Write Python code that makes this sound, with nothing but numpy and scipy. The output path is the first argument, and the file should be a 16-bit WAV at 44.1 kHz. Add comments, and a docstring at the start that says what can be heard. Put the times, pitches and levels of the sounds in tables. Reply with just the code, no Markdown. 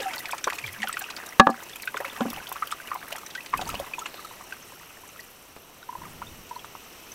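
"""Water plinks and spatters: a thin spring runs off a mossy forest rock into a shallow pool.
Drops burst on stone and trap bubbles, which ring and rise in pitch. An empty plastic bottle is
tipped out with hollow sloshes and knocks hard on the stone, ringing its shell and air column.
Held into the trickle, it catches the stream: the pool quietens and water patters faintly inside.
A low rumble swells now and then over a steady hiss."""
import sys
import numpy as np
from scipy import signal
from scipy.fft import rfft, irfft
from scipy.io import wavfile
from scipy.ndimage import uniform_filter1d

SR = 44100
rng = np.random.default_rng(int(sys.argv[2]) if len(sys.argv) > 2 else 0)


def master_out(mix):
    """Clip the mix to full scale and print it as 16-bit PCM to the path in sys.argv[1]."""
    frames = np.transpose(np.atleast_2d(mix))
    ceiling = np.clip(frames, -1, 1)
    pcm = np.round(ceiling * 32767).astype(np.int16)
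    wavfile.write(sys.argv[1], SR, pcm)


N = 314874
TIME = np.arange(N) / SR

# large bubbles: trapped by drops in the pool, and from about 5.9 s glugs in the neck of the filling bottle:
# t/s, peak/dB, f/Hz, swell/cycles
BUBBLES = [(.001,-26,545,1.4),(.004,-19.5,2530,0.37),(0.015,-36,1620,11),(.03,-30,3620,5.5),(.034,-39,2820,3.6),(0.035,-38,1690,10),(.06,-35.5,1280,6),(.108,-29,2110,2.9),(.134,-30.5,1190,2.7),(.138,-33,2330,3.5),(0.144,-28.5,1440,3.5),(.162,-35,1930,8.8),(.203,-32.5,1920,5),
           (0.181,-23.5,4220,3.1),(0.2556,-22.5,2350,2.2),(0.283,-32,1720,3.6),(0.293,-25.5,1410,1.8),(.307,-29,3330,3.6),(.388,-39,2380,4),(.324,-22,2360,3),(0.333,-18.5,940,1.1),
           (0.442,-18.5,5730,5.9),(.47,-20.5,520,0.93),(0.4739,-14,1050,2.3),(0.479,-22,1390,3.4),(.501,-17,1820,1.1),(0.524,-22.5,1050,1),(0.531,-30,2400,4.2),(0.586,-24.5,2480,3.6),(0.639,-25,2260,9),
           (.555,-32,2560,3),(.663,-29,3200,3),(0.679,-25,2080,1.3),(.69,-31,1980,4.7),(.739,-34,2250,4),(.762,-32,1570,2.1),(0.802,-31,2120,3.5),(0.8197,-25,2800,1.4),(0.83,-17.5,1815,3.2),(0.838,-24,772,3),(.873,-22,2960,1.8),(0.872,-26,1430,5.4),(0.893,-22,1274,3.4),(0.928,-24,7840,8.6),(0.94,-29,1850,5.6),
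           (0.9697,-20,1370,2.1),(0.969,-25.5,2420,3.3),(1.009,-31,1580,3),(1.016,-33,776,4.5),(1.018,-30.5,1490,3),(1.041,-25,2630,3),(1.103,-28.5,2580,1.5),(1.089,-34.5,1460,3.3),(1.105,-30,1040,1.3),
           (1.165,-26.5,4500,3.1),(1.183,-37,856,1.6),(1.188,-35,1450,3),(1.29,-33,5540,6.3),(1.324,-32.5,1930,3.3),(1.543,-23,1330,1.1),(1.732,-35.5,3390,7.8),(1.757,-33,2380,5.8),(1.627,-38,1870,2.5),(1.799,-32.5,2450,2.5),(1.835,-28.5,1990,1.6),
           (1.8743,-21.5,2440,2.4),(1.875,-20,1476,4.5),(1.943,-24.5,1030,2.7),(1.942,-29,1950,2.5),(1.947,-29,493,0.93),(1.962,-34,3450,4.3),
           (1.97,-21,1420,3.1),(1.9688,-25,2310,1.6),(2.0026,-26.5,1750,2.3),(2.002,-27,487,1.5),(2.008,-25.5,670,0.93),(2.016,-29,880,1.6),(2.03,-40,1300,2.1),(2.046,-22.5,1250,1.6),(2.05,-23,2090,2.2),(2.051,-38,530,3.8),(2.061,-30,2470,3.6),(2.097,-37,2550,3),(2.099,-32.5,3400,4.5),
           (2.16,-34,1210,3.1),(2.192,-34,1020,2.6),(2.207,-26,1380,3.4),(2.215,-28.5,975,3.5),(2.362,-29.5,2910,3.4),(2.381,-33,2220,4),(2.208,-24,3300,1.4),(2.331,-26,1150,0.95),(2.371,-31,784,2.8),(2.399,-37,1480,5.5),(2.47,-25.5,3150,2),
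           (2.517,-22,890,0.86),(2.558,-26.5,1100,1.7),(2.565,-25,1150,0.96),(2.524,-37,2530,3),(2.623,-17.5,1197,3.4),(2.631,-26,1350,2.9),(2.674,-30.5,3000,2.5),(2.708,-33,3000,3.4),(2.723,-20,1210,2.5),(2.8,-31.5,1500,3.5),(2.873,-32,2790,4.7),
           (2.88,-24.5,1780,0.32),(2.907,-34,1330,2),(2.9152,-19,1095,2.9),(2.887,-37,2430,4),(2.931,-26,1160,2.8),(2.951,-26.5,944,2.6),(2.958,-25,1000,1.8),(3.123,-29.5,620,1.9),(3.126,-23,2690,2.1),(3.149,-33,806,2.9),(3.157,-23,1800,0.54),(3.181,-31.5,1230,2),(3.233,-33,1170,2),(3.262,-34.5,5900,13),(3.352,-27.5,1490,5.9),(3.376,-31,1870,9.9),
           (3.406,-31,2490,4.1),(3.532,-24,1110,2),(3.537,-11.5,1060,2.6),(3.579,-31.5,2460,6.4),(3.592,-24,793,1.4),(3.616,-26,740,2.1),
           (3.655,-34,4340,4),(3.665,-33,890,7.6),(3.701,-27,2480,1.7),(3.689,-27,1246,5.9),
           (3.7422,-20.5,620,0.34),(3.743,-25,2400,1.1),(3.794,-30,3200,2.6),(3.824,-39,780,4.9),(3.753,-25,2750,4.2),(3.799,-21,636,0.71),(3.9358,-21.5,2415,5.3),(3.982,-26,934,2.5),(3.992,-28,6600,8.5),(4.016,-31.5,1270,6.7),
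           (4.057,-27.5,2715,4.7),(4.059,-25,1250,0.88),(4.143,-31.5,604,0.46),(4.19,-37,1190,4),(4.247,-32,1240,4),(4.31,-36.5,950,2.7),(4.409,-34,1100,2.8),(4.523,-27.5,1485,4.4),(4.524,-31.5,2530,3),(4.721,-37.5,950,2.2),(4.624,-41,6030,14),(4.566,-41,1280,2.1),(4.811,-41,1130,2.5),(4.97,-41,1740,4),(5.035,-41,960,2.8),(5.09,-41.5,5970,11),(5.16,-39,1300,3),(5.193,-33.5,1850,4.6),
           (5.565,-29,533,0.24),(5.827,-42.5,3700,5.5),(5.828,-37.5,1400,3.7),(5.89,-27,945,4.3),(5.926,-33,960,3.2),(5.952,-27.5,950,3.1),(6.016,-34.5,974,3.7),(6.036,-37,970,2.1),(6.052,-36.5,1160,3.5),(6.218,-25,945,1.5),(6.224,-27,1290,2),
           (6.268,-39.5,3520,12),(6.51,-29,933,3.8),(6.525,-38,910,2.5),(6.561,-29.5,940,3.7),(6.557,-38.5,4120,5),(6.593,-37,3180,4.3),(6.645,-28.5,1160,0.9),(6.752,-28.5,1030,0.91),(7.118,-33.5,5930,13)]
# big drops on stone: t/s, level/dB, brightness/dB (added to the top band, taken from the low one)
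STONE_DROPS = [(.088,-44,24),(0.133,-31.5,-11.5),(0.1573,-31.5,16),(.181,-33,6),(0.19,-29,17),(.202,-34,15),(0.2562,-42,-20),(.285,-40,23),(.471,-34,15),
               (0.311,-25,11.5),(0.38,-30,-5),(0.4411,-20,-4.5),(0.498,-27,11.5),(0.529,-33,-11),(0.552,-32,15),(.584,-27,-9),(.663,-39,20),(0.671,-32,-8),
               (0.725,-32.5,15),(0.819,-28.5,-9),(.83,-31.5,-16.5),(0.884,-39,27),(0.9272,-35,-14.5),(0.97,-46,-12),(.978,-42,16),(.991,-29,20.5),(1.013,-27.5,-7),(1.101,-28.5,-9),(1.165,-30.5,-3),
               (1.2617,-29.5,10),(1.288,-43,6.5),(1.5,-23,9),(1.632,-32.5,12),(1.693,-33.5,-3),(1.757,-32.5,16),(1.82,-28,14),(1.853,-40,24),(1.8745,-44,-7),
               (1.97,-28.5,2),(2.004,-40,23),(2.047,-38,18),(2.333,-38,21),(2.3,-28.5,16),(2.4885,-39.5,26),(2.524,-30.5,20.5),(2.67,-37.5,21.5),(2.713,-24.5,1),(2.7202,-29.5,-8),(2.873,-43,21),(2.942,-38,21),(3.081,-42,23.5),
               (3.12,-32,-14),(3.123,-34,19),(3.161,-31,12),(3.182,-33.5,10),(3.262,-31,-1),(3.302,-31,-1),(3.3493,-34.5,-16),(3.46,-33.5,-11),(3.572,-31,16),(3.612,-28,-8.5),(3.673,-27,1),(3.689,-26,11),(3.701,-32,9),
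               (3.797,-34,20.5),(3.99,-27,0),(4.059,-31,-15),(4.141,-39.5,-13.5),(4.247,-37,16),(4.524,-45,-14),(5.2,-34.5,9),(5.562,-47.5,-18),
               (6.49,-39.5,-5),(6.644,-42,-8),(7.118,-42,-4)]

RISE_PER_SWELL = .023  # relative pitch climb while a bubble swells
CATCH_S, CATCH_RAMP_S, CATCH_LOSS_DB = 3.8, .28, 6.5  # the bottle takes the stream from the pool


def plinks(slap_db=-12, slap_attack_s=.0018, slap_t60_s=.029, echo_db=-15, drip_cycles=1.8):
    """Each bubble comes with a slap of water and rings; the nearest stone echoes the tone."""
    out, t = np.zeros(N), np.arange(3072) / SR
    drips = [(s, db, log_between(3440, 1000, size), drip_cycles) for s, db, size in small_drips()]
    for s, db, hz, cycles in BUBBLES + drips:
        slap = rms_one(filtered(rng.standard_normal(len(t)), [.55 * hz, 2 * hz], "band"))
        slap *= splash_envelope(t, slap_attack_s, slap_t60_s)
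        add(out, s - slap_attack_s, from_db(db + slap_db) * slap)
        tone = from_db(db) * bubble(hz, cycles, RISE_PER_SWELL * hz / cycles)
        add(out, s, tone)
        add(out, s + rng.uniform(.004, .008), from_db(echo_db) * tone)
    return out


def bubble(hz, cycles, rise_per_s, roundness=1.5):
    """A bubble swells for `cycles` and climbs in pitch, damped ever harder near the surface."""
    swell_s = max(cycles / hz, 1e-4)
    t = np.arange(int(7 * swell_s * SR)) / SR
    age = t / swell_s
    envelope = age * np.exp((1 - age ** roundness) / roundness)  # 1: ringing tail, 2: round plop
    return envelope * np.sin(2 * np.pi * hz * (t + rise_per_s * t * t / 2))


def offshoots(level_db=-13.5, spread_db=6, scatter_s=.01, cycles=1.5):
    """Each large bubble tears off three lesser ones, fainter once the stream is caught."""
    out = np.zeros(N)
    for s, db, parent_hz, _ in BUBBLES:
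        for late, size, strength in rng.random((3, 3)):
            hz = parent_hz * log_between(.7, 2.1, size)
            gain = from_db(db + level_db + spread_db * strength - 2 * CATCH_LOSS_DB * caught(s))
            add(out, s + late * scatter_s, gain * bubble(hz, cycles, 2 * RISE_PER_SWELL * hz / cycles))
    return out


def splats(level_db=-4, attack_s=.0028, t60_s=.032, ragged_db=4, stagger_s=.0017, band_share=.62):
    """Drops burst on stone in three ragged noise bands; smaller drips are brighter."""
    out, t = np.zeros(N), np.arange(3072) / SR
    envelope = splash_envelope(t, attack_s, t60_s)
    drips = [(s, db - 10, 5 * (1 - 2 * size)) for s, db, size in small_drips()[::2]]
    for s, db, bright_db in STONE_DROPS + drips:
        bands = (4430, 9900, 0), (1130, 4650, -1 - bright_db), (8850, 16400, -10.5 + bright_db)
        for low_hz, high_hz, band_db in bands:
            noise, flutter = rng.standard_normal((2, len(t)))
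            place, late = rng.random(2)
            edges = place * (1 - band_share) + np.array([0, band_share])  # this drop's part of the band
            burst = rms_one(filtered(noise, log_between(low_hz, high_hz, edges), "band"))
            flutter = rms_one(uniform_filter1d(flutter, size=100))
            ragged = rms_one(from_db(ragged_db * np.tanh(flutter)))
            start_s = s - attack_s / 2 + stagger_s * (late - .5)
            add(out, start_s, from_db(db + level_db + band_db) * ragged * burst * envelope)
    return out


def sparkle(level_db=-8, low_hz=3000, high_hz=9000, cycles=5.1, scatter_s=.011):
    """Each big splash traps three tiny, high bubbles."""
    out = np.zeros(N)
    for s, db, _ in STONE_DROPS:
        for late, size in rng.random((3, 2)):
            hz = log_between(high_hz, low_hz, size)
            tone = bubble(hz, cycles, RISE_PER_SWELL * hz / cycles)
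            add(out, s + late * scatter_s, from_db(db + level_db) * tone)
    return out


def small_drips(full_flow_per_s=18, level_db=-38.5, spread_db=3.5, candidates=400):
    """Random drips, fewer and fainter as the flow falls: t/s, level/dB, size/0-1."""
    when, chance, size = rng.random((candidates, 3)).T
    s = when * TIME[-1]
    flow_db, _ = flow_at(s)
    db = level_db + .3 * flow_db - CATCH_LOSS_DB * caught(s)
    db += spread_db * rng.standard_normal(candidates)
    per_s = full_flow_per_s * from_db(.74 * flow_db)
    return np.column_stack([s, db, size])[chance < per_s * TIME[-1] / candidates]


def flow_at(s):
    """Strength of the stream and of its spray, in dB re full flow."""
    # falling water: t/s, flow/dB, spray/dB
    strength = [(0.0, -41, -38.5), (0.34, -45, -47), (1.03, -46.5, -44.5), (1.23, -43, -48),
                (1.39, -48.5, -50), (1.53, -42.5, -45), (1.83, -50.5, -48.5), (2.2, -42.5, -43.5),
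                (2.84, -47, -47.5), (3.02, -44.5, -54), (3.4, -49, -49), (3.64, -43, -46.5),
                (5.21, -54, -46.5), (5.81, -54, -67), (6.08, -48, -47), (6.3, -67, -47.5),
                (7.14, -51.5, -45.5)]
    full_flow_db, full_spray_db = -42.5, -44.5
    times, flow_db, spray_db = np.transpose(strength)
    return np.interp(s, times, flow_db) - full_flow_db, np.interp(s, times, spray_db) - full_spray_db


def caught(s):
    """Share of the stream that runs into the bottle."""
    return np.clip((s - CATCH_S) / CATCH_RAMP_S, 0, 1)


def knocks(thud_hz=165, thud_t60_s=.028, air_build_s=.0065):
    """Bottle on rock: the shell barks over a thud, the air rings on; soft contacts are duller."""
    # contacts: t/s, shell/dB, air/dB, thud/dB, low-pass/Hz, share of ring time left by the grip
    contacts = [(1.3968,13,2,-2,5500,0.9),(1.402,13,-28,-34,3020,0.36),(1.4689,7.5,-12.5,-31,1920,0.68),(1.4748,-4,-39,-36,1600,0.27),(1.4906,1.5,-10,-40,970,0.73),(1.4965,-4,-36,-42,1100,0.46),
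                (2.2062,-3.5,-11,-50,480,0.7),(2.2146,-19,-27,-49,420,0.37),(2.2534,-6,-18.5,-55,334,0.91),(2.279,-15,-29,-54,330,0.68),(2.306,-13,-35,-54,300,0.37)]
    # standing waves of the air inside: f/Hz, level/dB, t60/s
    air_modes = [(234,-2.5,.16),(772,-3,.165),(1680,0,.095),(2690,-34,.14)]
    # crack of plastic on stone: level/dB re shell, t60/s, top/Hz
    contact_crack = (-22, .018, 8200)
    crack_db, crack_t60_s, crack_top_hz = contact_crack
    out, t = np.zeros(N), np.arange(16384) / SR
    for s, shell_db, air_db, thud_db, soft_hz, ring_share in contacts:
        crack = rng.standard_normal(len(t)) * from_db(shell_db + crack_db - 60 * t / crack_t60_s)
        crack = filtered(crack, soft_hz, "low", order=1)
        thud = -ringing([(thud_hz, thud_db, thud_t60_s)], t)
        air = ringing([(hz, db, t60_s * ring_share) for hz, db, t60_s in air_modes], t)
        air *= 1 - np.exp(-(t / air_build_s) ** 2)
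        body = from_db(shell_db) * struck_shell(t, ring_share) + thud + from_db(air_db) * air
        add(out, s, filtered(body, soft_hz, "low") + filtered(crack, crack_top_hz, "low", order=6))
    return out


def struck_shell(t, ring_share, dent_sharp=.05, relax_s=.005, detune=.015, spread_db=1.2):
    """A blow dents the shell, which rings sharp until it relaxes; no two blows ring alike."""
    # plastic shell: f/Hz, level/dB, t60/s
    shell_modes = [(285,-13,.045),(385,-14,.026),(520,-8.5,.026),(670,-8,.02),(875,-5,.023),(1000,-4,.022),(1120,0,.022),(1290,-8.5,.022),(1450,-10,.018),(1830,-17.5,.023),(2200,-24,.016),(2720,-24,.014),(3400,-23,.012),(4000,-17,.011),(5000,-25,.01)]
    bent_t = t + dent_sharp * relax_s * (1 - np.exp(-t / relax_s))
    chance = rng.standard_normal((len(shell_modes), 2))
    modes = [(hz * (1 + detune * pitch), db + spread_db * level, t60_s * np.sqrt(ring_share))
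             for (hz, db, t60_s), (pitch, level) in zip(shell_modes, chance)]
    return filtered(ringing(modes, bent_t), 230, "high")  # a small shell radiates little bass


def sloshes(waver_db=2.8):
    """The bottle's air hums and bends in pitch as water sloshes past the neck."""
    # one curve per slosh: t/s, f/Hz, level/dB
    hums = [
        [(.012,827,-57),(.026,804,-34),(.052,786,-50),(.061,778,-28.5),(.095,743,-44),(.145,622,-49.5),(.18,600,-50)],
        [(.615,151,-65),(.645,137,-40.5),(.69,75.5,-55),(.77,152,-53)],
        [(.785,187.4,-60),(.8,208.5,-38.5),(.86,219,-53),(.93,222,-67)],
    ]
    out, waver = np.zeros(N), waver_db * drift(89.04)
    for curve in hums:
        hz, db = in_time(curve)
        sounding = (TIME >= curve[0][0]) & (TIME < curve[-1][0])
        out += sounding * from_db(db + waver) * np.sqrt(2) * np.sin(2 * np.pi * np.cumsum(hz) / SR)
    return out


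def rim_fizz(band_hz=(3620, 4420)):
    """The stream frays on the rim of the neck and fizzes."""
    # fizz: t/s, level/dB
    levels = [(4.05,-77),(4.14,-51),(4.29,-55.5),(4.38,-66),(4.55,-77)]
    spatter = ragged_noise(spread_db=3, rate_hz=150)
    return from_db(in_time(levels)[0]) * rms_one(filtered(spatter, band_hz, "band", order=4))


def patter_inside(droplets, level_db=-57.5, sag_db_per_s=1.8):
    """Caught water patters in the bottle, softer as it deepens."""
    # bottle resonances: f/Hz, width/Hz, gain/dB
    resonances = [(3000,320,11),(5520,180,12),(5900,260,2)]
    patter = coloured(droplets, [(2000, -30), (4000, -25), (7000, -7.5), (10000, 2.5)], resonances)
    return from_db(level_db - sag_db_per_s * (TIME - CATCH_S)) * caught(TIME) * patter


def gurgle(bubbles_per_s=400, spread_db=2.8, churn_db=-2, candidates=4000):
    """Countless small bubbles, damped within a few cycles, amid churning water."""
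    # gurgle spectrum: f/Hz, level/dB
    spectrum = [(60,-8),(300,7.5),(550,2),(900,7.5),(1400,6),(2000,4.5),(2700,-4.5),(4200,-6.5)]
    bubbles = np.zeros(N)
    for when, pitch, size, length, chance in rng.random((candidates, 5)):
        if chance < bubbles_per_s * TIME[-1] / candidates:
            hz = log_between(350, 4550, pitch)
            size_db = spread_db * min(-np.log(size + 1e-9), 3)
            tone = bubble(hz, cycles=.7 + 2 * length, rise_per_s=8)
            add(bubbles, when * TIME[-1], from_db(size_db) * hz * tone)
    churn = ragged_noise(spread_db=4.6, rate_hz=120)
    return rms_one(coloured(bubbles, spectrum) + from_db(churn_db) * coloured(churn, spectrum))


def spray(droplets_per_s=750, spread_db=3.2, t60_s=.036):
    """Tiny droplets land at random, each a puff of fizz in one of five bands."""
    # spray spectrum: f/Hz, level/dB
    spectrum = [(1500,13.5),(2600,27.5),(4000,3.5),(6000,18.5),(7300,11),(9000,6),(12000,9.5),(16000,-26)]
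    out = np.zeros(N)
    for low_hz in (1500, 2500, 4200, 7000, 11000):
        lands = rng.random(N) < droplets_per_s / 5 / SR
        energy = lands * from_db(2 * spread_db * np.minimum(rng.exponential(1, N), 3))
        power = signal.lfilter([1], [1, -from_db(-120 / (t60_s * SR))], energy + 1e-18)
        out += filtered(np.sqrt(power) * rng.standard_normal(N), [low_hz, 1.367 * low_hz], "band")
    return coloured(out, spectrum)


def sizzle(level_db=-56.5, band_hz=(8000, 14500)):
    """The finest mist sizzles on wet stone, fainter once the stream is caught."""
    mist = rms_one(filtered(ragged_noise(spread_db=3.5, rate_hz=260), band_hz, "band"))
    return from_db(level_db - 2 * CATCH_LOSS_DB * caught(TIME)) * mist


def among_rocks(x, tail_db=-17, tail_t60_s=.064):
    """Close reflections and a short scatter from stones and plants."""
    # rock faces: delay/s, level/dB
    reflections = [(.0031,-20),(.0058,-24.5),(.0093,-25)]
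    t = np.arange(8192) / SR
    scatter = filtered(rng.standard_normal(len(t)), 4700, "low")
    scatter *= from_db(-60 * t / tail_t60_s) * (t > .004)
    response = from_db(tail_db) * scatter / np.sqrt(np.sum(scatter ** 2))
    response[0] += 1
    for delay_s, db in reflections:
        add(response, delay_s, from_db([db]))
    return signal.fftconvolve(x, response)[:N]


def rumble(rest_db=-63, attack_s=.017, sag_db_per_s=5.5, t60_s=.24):
    """Low noise: each swell comes up quickly, sags and dies away."""
    # swells: t/s, length/s, level/dB
    swells = [(2.312,0.085,-49.5),(3.533,0.28,-42.5),(5.953,0.44,-49)]
    # rumble spectrum: f/Hz, level/dB
    spectrum = [(20,-5),(90,-4.5),(200,-6.5),(350,-11),(600,-21),(1200,-19),(3000,-33)]
    gain = from_db(rest_db)
    for s, length_s, db in swells:
        t = np.maximum(TIME - s, 0)
        fall_db = sag_db_per_s * t + 60 * np.maximum(t - length_s, 0) / t60_s
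        gain = gain + np.minimum(t / attack_s, 1) * from_db(db - fall_db)
    return gain * coloured(rng.standard_normal(N), spectrum)


def hiss():
    """Steady hiss of the surroundings."""
    # hiss spectrum: f/Hz, level/dB
    spectrum = [(25,-5),(130,-1.5),(450,1),(800,-2),(1300,-2),(1700,-6.5),(3050,-5),(3400,-9),(4700,-12),(7200,-13),(9600,-18.5),(11800,-15),(13000,-11.5),(14500,-11.5),(15500,-18.5)]
    # humps and dips: f/Hz, width/Hz, gain/dB
    humps = [(1630,110,-3),(2780,300,2.5),(3950,300,1.5),(5560,220,7),(6070,280,7.5),(7100,350,-2),(8300,550,3.5),(13680,220,5.5)]
    # slow drift: t/s, level/dB
    levels = [(0,-48),(1.3,-50),(4.3,-48.5),(5.7,-52),(6.1,-49.5),(7.14,-47.5)]
    return from_db(in_time(levels)[0]) * coloured(rng.standard_normal(N), spectrum, humps)


def gain_control(x, threshold_db=-5, range_db=10, release_db_per_s=90, attack_hz=42):
    """Loud peaks pull the gain down within milliseconds; it creeps back."""
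    over_db = np.clip(20 * np.log10(np.abs(x) + 1e-9) - threshold_db, 0, range_db)
    release_db = release_db_per_s * TIME
    held_db = np.maximum.accumulate(over_db + release_db, axis=-1) - release_db
    return x * from_db(-filtered(held_db, attack_hz, "low"))


def ringing(modes, t):
    """Struck modes (f/Hz, level/dB, t60/s); neighbours swing in opposite directions."""
    return sum((-1) ** k * from_db(db - 60 * t / t60_s) * np.sin(2 * np.pi * hz * t)
               for k, (hz, db, t60_s) in enumerate(modes))


def splash_envelope(t, attack_s, t60_s):
    """Smooth build-up, exponential decay."""
    return (1 - np.exp(-(t / attack_s) ** 2)) * from_db(-60 * t / t60_s)


def ragged_noise(spread_db, rate_hz):
    """White noise with a flickering level."""
    return rng.standard_normal(N) * from_db(spread_db * drift(rate_hz))


def drift(rate_hz):
    """Smooth random curve, rms 1."""
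    return rms_one(np.interp(TIME * rate_hz, np.arange(4096), rng.standard_normal(4096)))


def coloured(x, spectrum, humps=()):
    """Shape by a log-frequency curve plus Gaussian humps; rms 1."""
    hz = np.linspace(0, SR / 2, N // 2 + 1)
    points_hz, points_db = np.transpose(spectrum)
    db = np.interp(np.log(hz + 1e-9), np.log(points_hz), points_db)
    db += sum(gain_db * np.exp(-((hz - centre) / width) ** 2) for centre, width, gain_db in humps)
    return rms_one(irfft(rfft(x) * from_db(db), N))


def filtered(x, hz, kind, order=2):
    """Causal Butterworth filter."""
    sos = signal.butter(order, np.clip(hz, 10, SR / 2 - 500), kind, fs=SR, output="sos")
    return signal.sosfilt(sos, x)


def in_time(rows):
    """Each column of a curve at every sample."""
    s, *columns = np.transpose(rows)
    return [np.interp(TIME, s, column) for column in columns]


def add(out, s, sound):
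    """Mix a sound in at time s."""
    i = min(max(round(s * SR), 0), N)
    out[i:i + len(sound)] += sound[:N - i]


def log_between(start, end, share):
    return start * (end / start) ** share


def from_db(db):
    return 10 ** (np.asarray(db) / 20)


def rms_one(x):
    return x / np.sqrt(np.mean(x ** 2) + 1e-20)


def scene(gurgle_db=-43, spray_db=-49, spray_loss_db=7):
    """Water and bottle among the rocks, over hiss and rumble."""
    flow_db, fine_db = flow_at(TIME)
    droplets = spray()
    wash = from_db(gurgle_db + 1.46 * flow_db) * gurgle()
    wash += from_db(spray_db + 1.5 * fine_db - spray_loss_db * caught(TIME)) * droplets
    background = hiss()
    bottle = knocks() + sloshes() + rim_fizz() + patter_inside(droplets)
    background += rumble()
    water = wash + sizzle() + sparkle() + plinks() + offshoots() + splats()
    return (among_rocks(water + bottle) + background)[None]


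def record(dry, ceiling=.82, cutoff_hz=15700):
    """The hardest knock outruns the gain control and clips softly; the top treble is cut."""
    x = gain_control(dry)
    clipped = x / (1 + (x / ceiling) ** 8) ** (1 / 8)
    return signal.sosfilt(signal.ellip(10, .1, 80, cutoff_hz, fs=SR, output="sos"), clipped)


dry = scene()
out = record(dry)
master_out(out)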